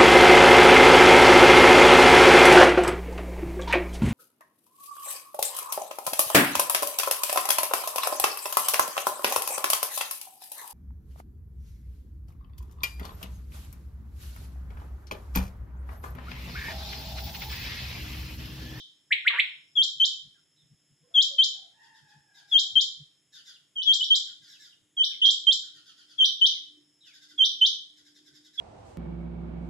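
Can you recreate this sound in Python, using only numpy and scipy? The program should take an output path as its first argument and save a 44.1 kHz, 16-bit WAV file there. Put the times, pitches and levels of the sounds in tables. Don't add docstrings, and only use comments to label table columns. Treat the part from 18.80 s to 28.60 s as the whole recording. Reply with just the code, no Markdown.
import sys
import numpy as np
from scipy import signal
from scipy.fft import rfft, irfft
from scipy.io import wavfile

SR = 44100
rng = np.random.default_rng(int(sys.argv[2]) if len(sys.argv) > 2 else 0)


def transcribe(signal):
    frames = np.atleast_2d(signal).T
    limited = np.clip(frames, -1, 1)
    pcm = np.round(limited * 32767).astype(np.int16)
    wavfile.write(sys.argv[1], SR, pcm)


N = 432174
TIME = np.arange(N) / SR


def from_db(db):
    return 10 ** (np.asarray(db) / 20)


def rms_one(x):
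    return x / np.sqrt(np.mean(x ** 2) + 1e-20)


def along(rows, at):
    first, *columns = np.transpose(rows)
    return [np.interp(at, first, column) for column in columns]


def at_hz(points, hz):
    points_hz, points_db = np.array(points).T
    return np.interp(np.log(hz + 1), np.log(points_hz), points_db)


def add(out, start_s, sound):
    i = round(start_s * SR)
    a, b = max(i, 0), min(i + sound.shape[1], N)
    if b > a:
        out[:, a:b] += sound[:, a - i:b - i]


def drift(size, hz):
    pole = np.exp(-2 * np.pi * hz / SR)
    white = rng.standard_normal(size + SR // 10)
    return rms_one(signal.lfilter([1], [1, -2 * pole, pole * pole], white))[-size:]


def fade(t, rise, fall):
    opening = np.sin(np.pi / 2 * np.clip((t - t[0]) / rise, 0, 1))
    closing = np.sin(np.pi / 2 * np.clip((t[-1] - t) / fall, 0, 1))
    return opening * closing


def phase_of(hz):
    return 2 * np.pi * np.cumsum(hz) / SR


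def coloured(spectrum, alike):
    white = rfft(rng.standard_normal((2, N)))
    hz = np.arange(white.shape[1]) * SR / N
    mid, side = irfft(white * from_db(at_hz(spectrum, hz)), N)
    alike = np.clip(alike, 0, 1)
    return rms_one(np.sqrt(1 + alike) * mid + np.sqrt(1 - alike) * side * [[1], [-1]])


# centre_hz, t60_s
YARD_T60 = [(300, 0.55), (2000, 0.36), (3200, 0.45), (5500, 0.38), (7300, .38), (11000, 0.44),
            (16000, 0.14)]


def yard_tail(build_s=0.0035):
    t = np.arange(int(.7 * SR)) / SR
    white = rfft(rng.standard_normal((2, len(t))))
    hz = np.arange(white.shape[1]) * SR / len(t)
    centres_hz = [row[0] for row in YARD_T60]
    tail = 0
    for k, (_, t60_s) in enumerate(YARD_T60):
        band = np.interp(hz, centres_hz, np.arange(len(YARD_T60)) == k)
        tail = tail + irfft(white * band, len(t)) * from_db(-60 * t / t60_s)
    onset = 1 - np.exp(-t / build_s)
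    reference_decay = from_db(-60 * t / YARD_T60[2][1])
    return tail * onset / np.linalg.norm(onset * reference_decay)


# delay_s (before a random spread), relative_level_db
WALLS = [(.0044, 0), (0.009, -5), (0.0181, -15), (.029, -14)]


def yard_paths(pan_db, lead_s, wet_db, walls_db):
    paths = from_db(wet_db) * yard_tail()
    paths[0, round(max(-lead_s, 0) * SR)] += from_db(pan_db / 2)
    paths[1, round(max(lead_s, 0) * SR)] += from_db(-pan_db / 2)
    for delay_s, db in WALLS:
        lags_s = delay_s * rng.uniform(.9, 1.1) + rng.uniform(0, .0004, 2)
        paths[[0, 1], (lags_s * SR).astype(int)] += from_db(db + walls_db)
    return paths


def yard(sound, pan_db, wet_db):
    return signal.fftconvolve(sound[None], yard_paths(pan_db, 0, wet_db, walls_db=0.5), axes=1)


# frequency_hz, relative_density_db
AIR = [(18, -56.5), (30, -26), (151, -0.5), (242, -6.5), (298, -5), (662, -15), (986, -18.5), (1440, -16),
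       (1950, -12), (2800, -20), (3640, -49.5), (6160, -120)]
HISS = [(1500, -20), (2600, -12), (3300, -2), (4500, -21), (5250, -8), (5900, -21), (6600, -3),
        (7700, -4.5), (8900, -21.5), (10100, -5.5), (11500, -20), (15500, -35.5)]
AIR_DB, HISS_DB = -78.5, -74.5


def air_and_hiss():
    return from_db(AIR_DB) * coloured(AIR, alike=0.76) + from_db(HISS_DB) * coloured(HISS, alike=1.0)


# frequency_hz, relative_density_db
SIZZLE = [(4700, -58.5), (5050, -5), (5250, -1.5), (5450, -0.5), (5750, -57.5)]
# time_s, level_db
SIZZLE_DB = [(0, -76), (.9, -70), (2.1, -75), (4.0, -72.5), (6.1, -88), (7.1, -70), (9.7, -73.5)]


def sizzle():
    [level_db] = along(SIZZLE_DB, TIME)
    return from_db(level_db) * coloured(SIZZLE, alike=0.38)


# frequency_hz, relative_density_db
RUMBLE = [(50, -22.5), (90, -10), (125, -4), (150, 6.5), (175, -11), (230, -15.5), (400, -36.5),
          (1500, -89.5)]
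# time_s, level_db
RUMBLE_DB = [(0.0, -87), (0.57, -81), (9.08, -88.5), (9.7, -84)]
# peak_s, level_db
BUMPS = [(1.0, -66.5), (1.19, -72), (1.471, -58.5), (1.85, -65.5), (1.93, -58.5), (2.12, -63.5),
         (2.23, -68), (3.24, -62.5), (3.38, -58.5), (3.94, -62), (4.21, -56.5), (5.63, -66.5), (6.03, -68),
         (6.98, -76), (9.53, -71.5)]
BUMP_RISE_S, BUMP_FALL_S = 0.027, 0.024


def rumble():
    [floor_db] = along(RUMBLE_DB, TIME)
    bumps = 0
    for peak_s, db in BUMPS:
        distance = np.maximum((peak_s - TIME) / BUMP_RISE_S, (TIME - peak_s) / BUMP_FALL_S)
        bumps = bumps + from_db(db) * np.exp(-distance ** 2)
    return np.hypot(from_db(floor_db), bumps) * coloured(RUMBLE, alike=.9)


# peak_s, half_width_s, rise_db
HUM_SWELLS = [(6.97, 0.036, 8), (7.98, 0.084, 12), (8.551, .07, 11), (9.501, 0.25, 11.5)]
# frequency_hz, relative_density_db
HUM_HALO = [(150, -40.5), (230, -9.5), (300, 0.5), (390, -4), (470, -22), (900, -45.5)]
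HUM_HZ = 300
HUM_FAR_DB, HUM_NEAR_DB, APPROACH_S = -85, -76, (4.7, 6.6)


def hum(waver_hz=3, flutter_db=2, halo_db=-7):
    db = np.interp(TIME, APPROACH_S, [HUM_FAR_DB, HUM_NEAR_DB])
    for peak_s, half_width_s, rise_db in HUM_SWELLS:
        db = db + rise_db * np.exp(-((TIME - peak_s) / half_width_s) ** 2)
    tone = np.sin(phase_of(HUM_HZ + waver_hz * drift(N, 20)))
    tone = tone * from_db(flutter_db * drift(N, 7.4))
    halo = from_db(halo_db) * coloured(HUM_HALO, alike=0.45)
    return from_db(db) * (tone + halo)


def background():
    return air_and_hiss() + sizzle() + rumble() + hum()


# multiple, relative_level_db (each kind of note shifts it)
OVERTONES = [(2, -30.5), (3, -46), (4, -57)]


def whistle(hz, jitter, overtone_db, top_hz=14000):
    phase = phase_of(hz * (1 + jitter * drift(len(hz), 210)))
    tone = np.sin(phase)
    for k, db in OVERTONES:
        cloth_loss = 1 + (k * hz / top_hz) ** 10
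        tone = tone + from_db(db + overtone_db) * np.sin(round(k) * phase) / cloth_loss
    return tone


# start_s, end_s, lowest_hz, top_hz, relative_level_db, left_minus_right_db, left_ear_lead_s
LEAD_NOTES = [(.953, 1.043, 3136, 7150, -18, 0.5, 0.0015), (2.340, 2.431, 3128, 7100, -16, 3.5, 2e-5),
              (3.713, 3.803, 3149, 7160, -16.5, 5, -0.0012), (4.954, 5.037, 2980, 5710, -29, -0.5, -0.0015),
              (5.054, 5.147, 3176, 7270, -16.5, 4, -14e-5), (6.166, 6.253, 3031, 5640, -20, 0, -0.0018),
              (6.424, 6.516, 3172, 7260, -17, -5, 5e-5), (7.379, 7.462, 3070, 5820, -16.5, 1, 0.0047),
              (8.578, 8.660, 3077, 5855, -17, -4, 2e-5), (9.774, 9.860, 3139, 6100, -22.5, -7, 0.0018)]
ANSWER_NOTES = [(-.240, -.175, 3067, 6180, -12.5, -1, 0.00098),
                (1.198, 1.262, 3067, 7150, -17, 0.5, 0.0026), (2.582, 2.648, 3078, 7110, -16, 3, 2e-5),
                (3.954, 4.020, 3119, 7130, -16.5, 7, 0.0022), (5.203, 5.249, 2960, 5600, -24.5, -3, 0.0037),
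                (5.302, 5.365, 3120, 7190, -15.5, 0.5, -16e-5), (6.415, 6.467, 3019, 6070, -20, 0, -14e-5),
                (6.667, 6.735, 3121, 7210, -16, -7, 0), (7.612, 7.674, 3035, 6090, -15, 1, 0.0044),
                (8.811, 8.872, 3036, 6260, -15.5, -2, 0)]
# share_of_note, pitch_ratio_to_lowest, relative_level_db
LEAD_SHAPE = [(0, 1.11, -10), (.2, 1.056, -5), (.34, 1.024, 0), (.48, 1.0, 1), (.62, 1.004, 1),
              (.76, 1.014, -1), (.88, 1.02, -3), (1, 1.02, -4)]
ANSWER_SHAPE = [(0, 1.03, -2), (.1, 1.008, 0), (.22, 1.0, 1), (.4, 1.011, 1), (.55, 1.023, 1),
                (.7, 1.03, -2), (.85, 1.035, -3), (1, 1.035, -4)]
# pitch_hz, relative_level_db
REGISTER = [(3100, 4.5), (3600, 0), (4400, -10.5), (5400, -6.5), (5900, -9.5), (6500, -19.5), (7300, -10)]
WHISTLE_WET_DB = -7.5
HELD_DB = -1.5


def calls(notes, shape, rise_s, flick_s=0.0061, hold_s=0.0046, soft_db=-5, strain_db=9, flick_wet_db=6.5):
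    out = np.zeros((2, N))
    for start_s, end_s, low_hz, top_hz, db, pan_db, lead_s in notes:
        t = np.arange(int((end_s - start_s) * SR)) / SR
        bend, shape_db = along(shape, t / t[-1])
        flick = np.exp(np.minimum(t - t[-1] + hold_s, 0) / flick_s)
        hz = low_hz * bend * (1 - flick) + top_hz * flick
        note = whistle(hz, jitter=0.0024 + 0.0041 * flick, overtone_db=soft_db + strain_db * flick)
        note = note * from_db(shape_db + at_hz(REGISTER, hz)) * fade(t, rise=rise_s, fall=0.003)
        held_share = np.clip(1 - 5 * flick, 0, 1)
        paths = yard_paths(pan_db, lead_s, WHISTLE_WET_DB, walls_db=-7)
        held = signal.fftconvolve([note * held_share], paths, axes=1)
        ear_db = HELD_DB + np.array([[pan_db], [-pan_db]]) / 2
        held = held / held[:, :len(t)].std(axis=1, keepdims=True) * from_db(ear_db)
        flicked = yard(note * (1 - held_share), 0, flick_wet_db)
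        add(out, start_s, from_db(db) * (held + flicked))
    return out


# start_s, end_s, relative_level_db, left_minus_right_db
WHIPS = [(0.305, 0.33, -19, 1.5), (0.449, 0.483, -17, -1), (0.571, 0.603, -18.5, -5)]
# time_before_end_s, pitch_hz, relative_level_db
WHIP_SHAPE = [(0, 4500, -14.5), (.003, 3540, 1), (.006, 2500, 2), (.009, 2200, 3), (.014, 2000, -2),
              (.019, 1780, -11), (.026, 1450, -24.5), (.037, 1420, -15)]
WHIP_TOP_HZ = 4500


def whips(rasp_db=-39):
    out = np.zeros((2, N))
    ceiling = signal.butter(14, WHIP_TOP_HZ, fs=SR, output="sos")
    for start_s, end_s, db, pan_db in WHIPS:
        t = np.arange(int((end_s - start_s) * SR)) / SR
        hz, shape_db = along(WHIP_SHAPE, t[-1] - t)
        level = from_db(db + shape_db) * fade(t, rise=0.0038, fall=.001)
        rush = from_db(rasp_db) * drift(len(t), 700) * np.sin(2 * np.pi * 7800 * t)
        tone = whistle(hz, jitter=.005, overtone_db=-6.5) * level
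        note = signal.sosfilt(ceiling, yard(tone, pan_db, wet_db=0.5))
        add(out, start_s, note + yard(rush * level, pan_db, wet_db=1.0))
    return out


def throaty(syllables, throat, jitter, wet_db, count=8):
    out = np.zeros((2, N))
    for rows in syllables:
        t = np.arange(rows[0][0], rows[-1][0], 1 / SR)
        hz, db = along(rows, t)
        phase = phase_of(hz * (1 + jitter * drift(len(t), 120)))
        harmonics = [from_db(at_hz(throat, k * hz)) * np.sin(k * phase) for k in range(1, count + 1)]
        cry = rms_one(sum(harmonics)) * from_db(db) * fade(t, rise=0.0065, fall=.008)
        add(out, t[0], yard(cry, 0, wet_db) / np.hypot(1, from_db(wet_db)))
    return out


# time_s, pitch_hz, level_db
GROWL = [(.493, 865, -48), (.502, 621, -33.5), (.52, 528.6, -44.5), (.545, 530, -32.5), (.565, 557, -37),
         (.58, 580, -37), (.59, 607, -67)]
# frequency_hz, relative_gain_db
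GROWL_THROAT = [(450, -21.5), (800, -7.5), (1100, 3), (1600, 5), (2200, 11.5), (3000, 4), (5000, -29)]


def growl():
    return throaty([GROWL], GROWL_THROAT, jitter=.07, wet_db=-10)


# start_s, length_s, from_hz, to_hz, relative_level_db
SLURS = [(0.545, 0.018, 2292, 1349, -36.5), (1.543, 0.051, 1704, 1408, -70),
         (1.761, 0.068, 3900, 3524, -66.5), (4.55, 0.059, 4000, 2820, -55.5),
         (4.735, 0.036, 4140, 2750, -55), (5.7, 0.07, 3996, 2700, -58.5), (5.892, 0.048, 3900, 2660, -59),
         (6.313, 0.038, 2620, 2070, -55.5), (7.685, 0.1, 2913, 2045, -62), (8.204, 0.078, 3820, 3450, -59),
         (8.232, 0.093, 3410, 2185, -60)]


def slurs():
    out = np.zeros((2, N))
    for start_s, length_s, from_hz, to_hz, db in SLURS:
        t = np.arange(int(length_s * SR)) / SR
        note = whistle(np.geomspace(from_hz, to_hz, len(t)), jitter=0.032, overtone_db=9.0)
        note = note * fade(t, rise=0.0066, fall=0.002)
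        add(out, start_s, yard(from_db(db - 3) * note, 0, wet_db=0.5))
    return out


def far_away(sound, t60=0.39):
    t = np.arange(SR) / SR
    shared, separate = rng.standard_normal(SR), rng.standard_normal((2, SR))
    scatter = (shared + .5 * separate) * from_db(-60 * t / t60)
    heard = signal.fftconvolve(sound, scatter / np.linalg.norm(scatter[0]), axes=1)[:, :N]
    return heard * from_db(2 * drift(N, 9))


# time_s, pitch_hz, level_db (before the far echoes)
CROW = [
    [(2.22, 511, -68), (2.28, 548, -78.5), (2.31, 702, -54), (2.35, 680, -83.5)],
    [(2.43, 628, -63), (2.47, 576, -54.5), (2.54, 520, -71.5), (2.57, 520, -103)],
    [(2.65, 539, -72), (2.69, 525, -76.5), (2.74, 819, -63), (2.81, 712, -66.5), (2.88, 602, -87)],
    [(2.92, 878, -75.5), (2.98, 901, -58), (3.13, 899, -59), (3.24, 847, -66.5), (3.33, 849, -64),
     (3.40, 777, -95.5)],
    [(3.46, 834, -73.5), (3.57, 804.5, -61), (3.69, 783, -73), (3.84, 748, -72), (3.95, 736, -83.5)],
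]
# frequency_hz, relative_gain_db
CROW_HALF_OPEN = [(500, 3.5), (750, -8), (1200, -15), (1700, -17.5), (3000, -25)]
CROW_THROAT = [(500, 6), (900, -9), (1200, -3.5), (1700, -2), (2400, -15), (3500, -31)]


def rooster():
    opening = throaty(CROW[:3], CROW_HALF_OPEN, jitter=0.033, wet_db=8.5)
    held = throaty(CROW[3:], CROW_THROAT, jitter=.04, wet_db=0)
    return far_away(opening + held)


# first_start_s, last_start_s, nominal_spacing_s, note_length_s, level_db, lowest_resonance_hz
RASP_BOUTS = [(3.011, 3.27, .16, 0.08, -64.5, 1530), (3.536, 3.67, .16, 0.1, -59.5, 1537),
              (4.517, 4.65, .16, 0.092, -53.5, 1523), (5.283, 5.61, .16, 0.095, -59, 1507),
              (5.669, 5.79, .15, 0.11, -55.5, 1613), (6.276, 6.286, .16, 0.062, -54.5, 1680),
              (6.819, 7.275, .113, .087, -59, 1433), (8.247, 8.48, .093, 0.064, -55.5, 1533),
              (9.157, 10.2, .094, 0.056, -56.5, 1594)]
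# multiple_of_lowest, nominal_width_hz, relative_level_db
RASP_MODES = [(1, 110.4, -5), (1.24, 131, -10), (2.249, 351, 3), (2.602, 303, -9), (3.201, 685, 2.5),
              (4.2, 1156, -4), (7.0, 2506, -14)]
BOUT_SWELL_DB, ACCENT_DB = 2, 0.5


def rasps(sag=0.25, stray_s=.004):
    out = np.zeros((2, N))
    for first_s, last_s, spacing_s, length_s, db, hz in RASP_BOUTS:
        t = np.arange(int(length_s * SR)) / SR
        phase = phase_of(hz * (1 + sag * (.5 - t / length_s)))
        count = round(abs(last_s - first_s) / spacing_s) + 1
        for share in np.linspace(0, 1, count):
            note = 0
            for k, width_hz, mode_db in RASP_MODES:
                in_phase = drift(len(t), width_hz / 2) * np.cos(k * phase)
                quadrature = drift(len(t), width_hz / 2) * np.sin(k * phase)
                note = note + from_db(mode_db) * (in_phase + quadrature)
            effort_db = BOUT_SWELL_DB * (np.sin(np.pi * share) - 1) + ACCENT_DB * rng.standard_normal()
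            note = from_db(db + effort_db) * rms_one(note) * fade(t, rise=0.038, fall=0.063)
            start_s = first_s + share * (last_s - first_s) + stray_s * rng.standard_normal()
            add(out, start_s, yard(note, 0, wet_db=4.5))
    return out


def scene():
    leads = calls(LEAD_NOTES, LEAD_SHAPE, rise_s=0.014)
    answers = calls(ANSWER_NOTES, ANSWER_SHAPE, rise_s=0.0065)
    quails = leads + answers + whips() + growl() + slurs() + rasps()
    return background() + quails + rooster()


CUTOFF_HZ = 15800


def record(dry):
    return signal.sosfilt(signal.ellip(10, .2, 80, CUTOFF_HZ, fs=SR, output="sos"), dry)


dry = scene()
out = record(dry)
transcribe(out)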